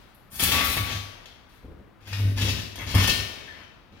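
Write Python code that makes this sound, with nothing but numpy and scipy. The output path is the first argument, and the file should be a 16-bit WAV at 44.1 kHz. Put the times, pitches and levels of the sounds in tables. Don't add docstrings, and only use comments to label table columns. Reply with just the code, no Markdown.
import sys
import numpy as np
from scipy import signal
from scipy.fft import rfft, irfft, next_fast_len
from scipy.io import wavfile
from scipy.ndimage import map_coordinates

SR = 44100
rng = np.random.default_rng(int(sys.argv[2]) if len(sys.argv) > 2 else 0)


def unload_audio(sound):
    columns = np.transpose(np.atleast_2d(sound))
    steps = np.round(np.clip(columns, -1, 1) * 32767)
    wavfile.write(sys.argv[1], SR, steps.astype(np.int16))


N = 176400
TIME = np.arange(N) / SR
TOP_HZ = 15850


def amp(db):
    return 10 ** (np.asarray(db) / 20)

def unit(x):
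    return x / np.sqrt(np.mean(x ** 2) + 1e-20)

def fade(t, fade_s):
    return np.exp(-np.log(1000) * np.maximum(t, 0) / fade_s)

def along(points, hz):
    pitches, values = np.transpose(points)
    return np.interp(np.log(hz + 1), np.log(pitches + 1), values)

def wobble(rate):
    return map_coordinates(rng.standard_normal(4096), [TIME * rate], mode='wrap')

def filtered(x, response):
    size = next_fast_len(N + SR // 2)
    return irfft(rfft(x, size) * response(np.fft.rfftfreq(size, 1 / SR)), size)[..., :N]

def coloured(x, tone):
    return filtered(x, lambda hz: unit(amp(along(tone, hz))))

def convolved(x, response):
    response = response / np.linalg.norm(response, axis=1, keepdims=True)
    return signal.fftconvolve(np.atleast_2d(x), response, axes=1)[:, :N]

def grains(rate, spread_db=4.5):
    hits = rng.random(N) < rate / SR
    signs = np.sign(rng.standard_normal(N))
    sizes = amp(spread_db * np.clip(rng.standard_normal(N), -2, 2))
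    return unit(hits * signs * sizes)

def bursts(times, levels_db, fade_s):
    strength = sum(amp(db) * (TIME >= s) * fade(TIME - s, fade_s) for s, db in zip(times, levels_db))
    return strength * rng.standard_normal(N)

def ringing(hz, db, fade_s):
    spectrum = np.zeros((2, SR // 2 + 1), complex)
    bins = np.clip(np.round(hz).astype(int), 1, SR // 2)
    spectrum[:, bins] = amp(db) * np.exp(2j * np.pi * rng.random((2, len(hz))))
    return irfft(spectrum) * fade(np.arange(SR) / SR, fade_s)


# (pitch [Hz], level [dB])
AIR_TONE = [(15, -37), (28, 1), (260, -11), (523, -18), (1270, -17), (3500, -31.5), (8000, -47.5),
            (15500, -44)]
SETTLING_TONE = [(300, -0.5), (4000, -7.5), (7000, -21.5), (15000, -23)]

def background():
    air = coloured(rng.standard_normal((2, N)) + rng.standard_normal(N), AIR_TONE)
    settling = coloured(rng.standard_normal((2, N)), SETTLING_TONE) * fade(TIME, fade_s=1.36)
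    return amp(-54.5) * unit(air) + amp(-54) * settling


# (time [s], pitch [Hz], level [dB], fade time [s])
SCRATCHES = [(0.144, 11800, -50.5, 0.059), (0.644, 13740, -24.5, 0.11), (2.796, 2070, -37, 0.11),
             (3.476, 1750, -45.5, .45)]

def scratches(sharpness=8.7):
    out = np.zeros(N)
    for start, pitch, db, fade_s in SCRATCHES:
        rasp = filtered(grains(rate=1500), lambda hz: 1 / (1 + 1j * sharpness * (hz / pitch - 1)) ** 2)
        out += amp(db) * unit(rasp) * (TIME >= start) * fade(TIME - start, fade_s)
    return out


# (pitch [Hz], level in first grip [dB], level in second grip [dB])
MESH_TONES = [(796.7, -50, -62), (1137, -42, -51), (1354, -45, -59), (1458, -57, -45), (1588, -46, -57),
              (1812, -54, -45), (2215, -44, -50), (2870, -57, -49), (3045, -48, -49), (3339, -47, -56),
              (3516, -47, -51), (4002, -44, -56), (4222, -53, -45), (4493, -44, -53)]

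def mesh_ring(contact, shift_s=.55, let_go_s=1.8, regrip_s=2.85):
    ring, count = np.zeros((2, N)), 440
    for middle in np.arange(0, N / SR + shift_s, shift_s):
        wire_hz = 1000 + (TOP_HZ - 1000) * (np.arange(count) + rng.random(count)) / count
        wires = ringing(wire_hz, db=4 * rng.standard_normal((2, count)), fade_s=.56)
        touch = np.sqrt(np.maximum(1 - abs(TIME - middle) / shift_s, 0))
        ring += amp(-2.5) * convolved(contact * touch, wires)
    hz, first_db, second_db = np.transpose(MESH_TONES)
    for db, held in (first_db, TIME < let_go_s), (second_db, TIME >= regrip_s):
        ring += amp(-12) * convolved(contact * held, ringing(hz, db, fade_s=.62))
    return ring


# (time [s], rise [s], hold [s], crumbs [dB], sand [dB], grit [dB], rumble [dB])
PULLS = [(0.301, 0.042, 0.07, -53.5, -59, -41, -49.5), (0.383, 0.018, 0.013, -35, -32.5, -26.5, -38.5),
         (0.416, 0.011, 0.013, -33, -28.5, -22, -32.5), (0.45, 0.003, 0.045, -35, -31.5, -56, -34.5),
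         (0.507, 0.0084, 0.1, -28, -29.5, -38.5, -31.5), (0.634, 0.004, 0.095, -36.5, -35.5, -33.5, -38),
         (0.759, 0.009, 0.012, -29.5, -31.5, -48, -32), (0.84, 0.024, 0.094, -40, -38.5, -48, -40),
         (2.047, 0.032, 0.045, -49.5, -45, -56, -48), (2.122, 0.0045, 0.077, -43.5, -44, -49.5, -46.5),
         (2.179, .02, 0.12, -51.5, -51.5, -57.5, -35.5), (2.355, 0.024, 0.034, -39.5, -34.5, -43.5, -38.5),
         (2.399, .02, 0.082, -36.5, -32, -40.5, -30), (2.513, 0.0024, 0.086, -42.5, -42.5, -52.5, -38),
         (2.775, 0.011, 0.045, -38, -51, -53, -40), (2.853, 0.023, 0.075, -42.5, -39, -47.5, -37),
         (2.942, .002, 0.036, -29.5, -41, -38.5, -27), (2.97, 0.012, 0.064, -32, -27.5, -36.5, -32.5),
         (3.076, 0.0013, 0.023, -31, -25, -39.5, -32), (3.154, 0.023, 0.027, -41.5, -37.5, -66.5, -39.5),
         (3.324, 0.019, 0.29, -54, -64.5, -74, -55.5)]
# (time [s], hold [s], crumbs and sand [dB], grit [dB])
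TRICKLES = [(1.488, .1, -66.5, -70.5), (2.005, 0.056, -62, -69.5), (3.92, 0.088, -63, -89)]

def pulling(fade_s=.11, rumble_fade_s=.34):
    power = np.zeros((4, N))
    fade_times = np.array([[fade_s], [fade_s], [fade_s], [rumble_fade_s]])
    for start, rise, hold, *levels_db in PULLS:
        shape = np.clip((TIME - start) / rise, 0, 1) * fade(TIME - start - rise - hold, fade_times)
        power += (amp(levels_db)[:, None] * shape) ** 2
    for start, hold, coarse_db, grit_db in TRICKLES:
        shape = (TIME > start) * fade(TIME - start - hold, fade_s)
        power[:3] += (amp([coarse_db, coarse_db, grit_db])[:, None] * shape) ** 2
    return np.sqrt(power)


# (pitch [Hz], level [dB])
CRUMB_TONE = [(150, -37.5), (500, -1.5), (1400, -4), (2200, 0), (3000, -5.5), (4500, -18.5), (9000, -35)]
SAND_TONE = [(1500, -17.5), (2600, 5), (3500, 5.5), (4400, 3), (5700, 0), (7200, -8.5), (9000, -15.5),
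             (14000, -40)]
GRIT_TONE = [(1500, -14), (5000, -6.5), (7600, -9.5), (9500, -2), (14000, -2.5), (16000, -10.5)]

def scraping(crumbs, sand, grit):
    judder = amp(1.3 * wobble(rate=130))
    layers = (crumbs, 1700, CRUMB_TONE), (sand, 1700, SAND_TONE), (grit, 1500, GRIT_TONE)
    out = np.zeros(N)
    for (strength, clicks_per_s, tone), snap in zip(layers, snaps()):
        clumps = amp(1.5 * wobble(rate=40))
        out += coloured(strength * judder * clumps * grains(clicks_per_s) + snap, tone)
    return out


def pebbles(strength, per_s=130, low_hz=1500, high_hz=6500, ring_cycles=150):
    t, out = np.arange(SR // 10) / SR, np.zeros(N + SR)
    for when, pitch, size in rng.random((int(per_s * N / SR), 3)):
        hz = low_hz * (high_hz / low_hz) ** pitch
        start = int(when * N)
        out[start:start + len(t)] += size ** 2 * fade(t, ring_cycles / hz) * np.sin(2 * np.pi * hz * t)
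    return amp(-9) * strength * unit(out[:N])


# (pitch [Hz], level [dB])
RUMBLE_TONE = [(22, -33), (52, 1.5), (80, 4.5), (130, -2.5), (270, -7), (400, -15.5), (650, -20.5),
               (1500, -75)]

def rumble(strength):
    return coloured(strength * grains(rate=1500), RUMBLE_TONE)


# (time [s], coarse level [dB], fine level [dB])
SNAPS = [(0.396, -23.5, -23), (.52, -20.5, -18), (0.768, -37.5, -25.5), (1.257, -39, -50.5),
         (2.13, -28, -46.5), (2.381, -29.5, -42), (2.617, -34.5, -40.5), (2.757, -31.5, -38.5),
         (2.95, -20, -24.5), (3.076, -17, -18)]

def snaps(fade_s=.035):
    times, coarse_db, fine_db = np.transpose(SNAPS)
    crumbs = .5 * bursts(times, coarse_db, fade_s)
    return crumbs, bursts(times, coarse_db, fade_s), bursts(times, fine_db, fade_s)


# (time [s], pitch [Hz], level [dB])
TWANGS = [(.53, 1137, -32), (.58, 2215, -34), (2.99, 1812, -30)]

def twangs(rise_s=.015, fade_s=.95):
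    out = np.zeros((2, N))
    for start, hz, db in TWANGS:
        age = np.maximum(TIME - start, 0)
        phase = 2 * np.pi * hz * age + np.pi * rng.random((2, 1)) / 2
        out += amp(db) * (1 - np.exp(-age / rise_s)) * fade(age, fade_s) * np.sin(phase)
    return out


# (peak time [s], level [dB], half-width [s])
SWELLS = [(0.814, -26, 0.013), (0.967, -35, 0.059), (2.142, -31.5, 0.02), (2.265, -20, 0.048),
          (2.45, -26, 0.072), (2.865, -38.5, 0.063), (3.2, -34, 0.03)]

def panel_boom(hz=100):
    power = np.zeros(N)
    for peak, db, width in SWELLS:
        power += (amp(db) / np.cosh(np.clip((TIME - peak) / width, -20, 20))) ** 2
    return np.sqrt(power) * unit(np.sin(2 * np.pi * hz * TIME + .2 * wobble(rate=36)))


# (time [s], level [dB])
LUMPS = [(1.627, -48), (1.645, -43.5), (1.68, -51), (1.713, -46.5), (1.79, -47.5), (3.078, -27),
         (3.923, -45.5)]
# (pitch [Hz], level [dB])
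THUD_TONE = [(25, -19), (65, -4.5), (300, -15), (500, -17), (800, -32.5), (6000, -59)]

def lumps():
    return coloured(bursts(*np.transpose(LUMPS), fade_s=.27), THUD_TONE)


# (pitch [Hz], level [dB], fade time [s])
PANEL_NOTES = [(97.3, -2, 0.42), (182.3, -14.5, 0.3), (250.6, -15, 0.29)]

def panel_jolt(start_s=2.949, rise_s=.0026):
    age = np.maximum(TIME - start_s, 0)
    notes = sum(amp(db) * fade(age, fade_s) * np.sin(2 * np.pi * hz * age)
                for hz, db, fade_s in PANEL_NOTES)
    return amp(-9) * (1 - np.exp(-age / rise_s)) * notes


def close_echoes(x):
    t = np.arange(SR // 10) / SR
    return convolved(x, rng.standard_normal((2, len(t))) * fade(t, fade_s=.045))


# (pitch [Hz], fade time [s])
ROOM_FADES = [(100, 0.34), (500, 1.79), (1500, 1.56), (4000, 1.32), (12000, 0.83)]

def room(x):
    hz, t, noise = signal.stft(rng.standard_normal((2, SR + SR // 2)), SR, nperseg=256)
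    tail = signal.istft(noise * fade(t, along(ROOM_FADES, hz)[:, None]), SR, nperseg=256)[1]
    return convolved(x, tail)


# (pitch [Hz], level gap [dB])
LEFT_BOOST = [(60, 0.3), (500, 4.2), (1000, 6.7), (5000, 8.5), (8000, 3.8), (11000, 2.5), (13000, 11.7),
              (15000, 15.6)]

def scene(left_lead_s=.00009):
    crumbs, sand, grit, rumble_strength = pulling()
    contact = scraping(crumbs, sand, grit) + pebbles(np.hypot(crumbs, sand)) + scratches()
    low = rumble(rumble_strength) + lumps()
    direct = amp(-5.5) * contact + low + panel_boom() + panel_jolt()
    sides = np.array([[.5], [-.5]])
    near = filtered(direct, lambda hz: np.exp(2j * np.pi * hz * left_lead_s * sides))
    echoes = amp(-6.5) * close_echoes(contact) + amp(-8.5) * room(contact) + amp(-4.5) * room(low)
    sound = near + mesh_ring(contact) + twangs() + echoes + background()
    side_gain = lambda hz: amp(sides * along(LEFT_BOOST, hz))
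    return filtered(sound, lambda hz: side_gain(hz) / side_gain(hz).mean(axis=0))


def record(dry):
    return filtered(dry, lambda hz: hz < TOP_HZ)


dry = scene()
out = record(dry)
unload_audio(out)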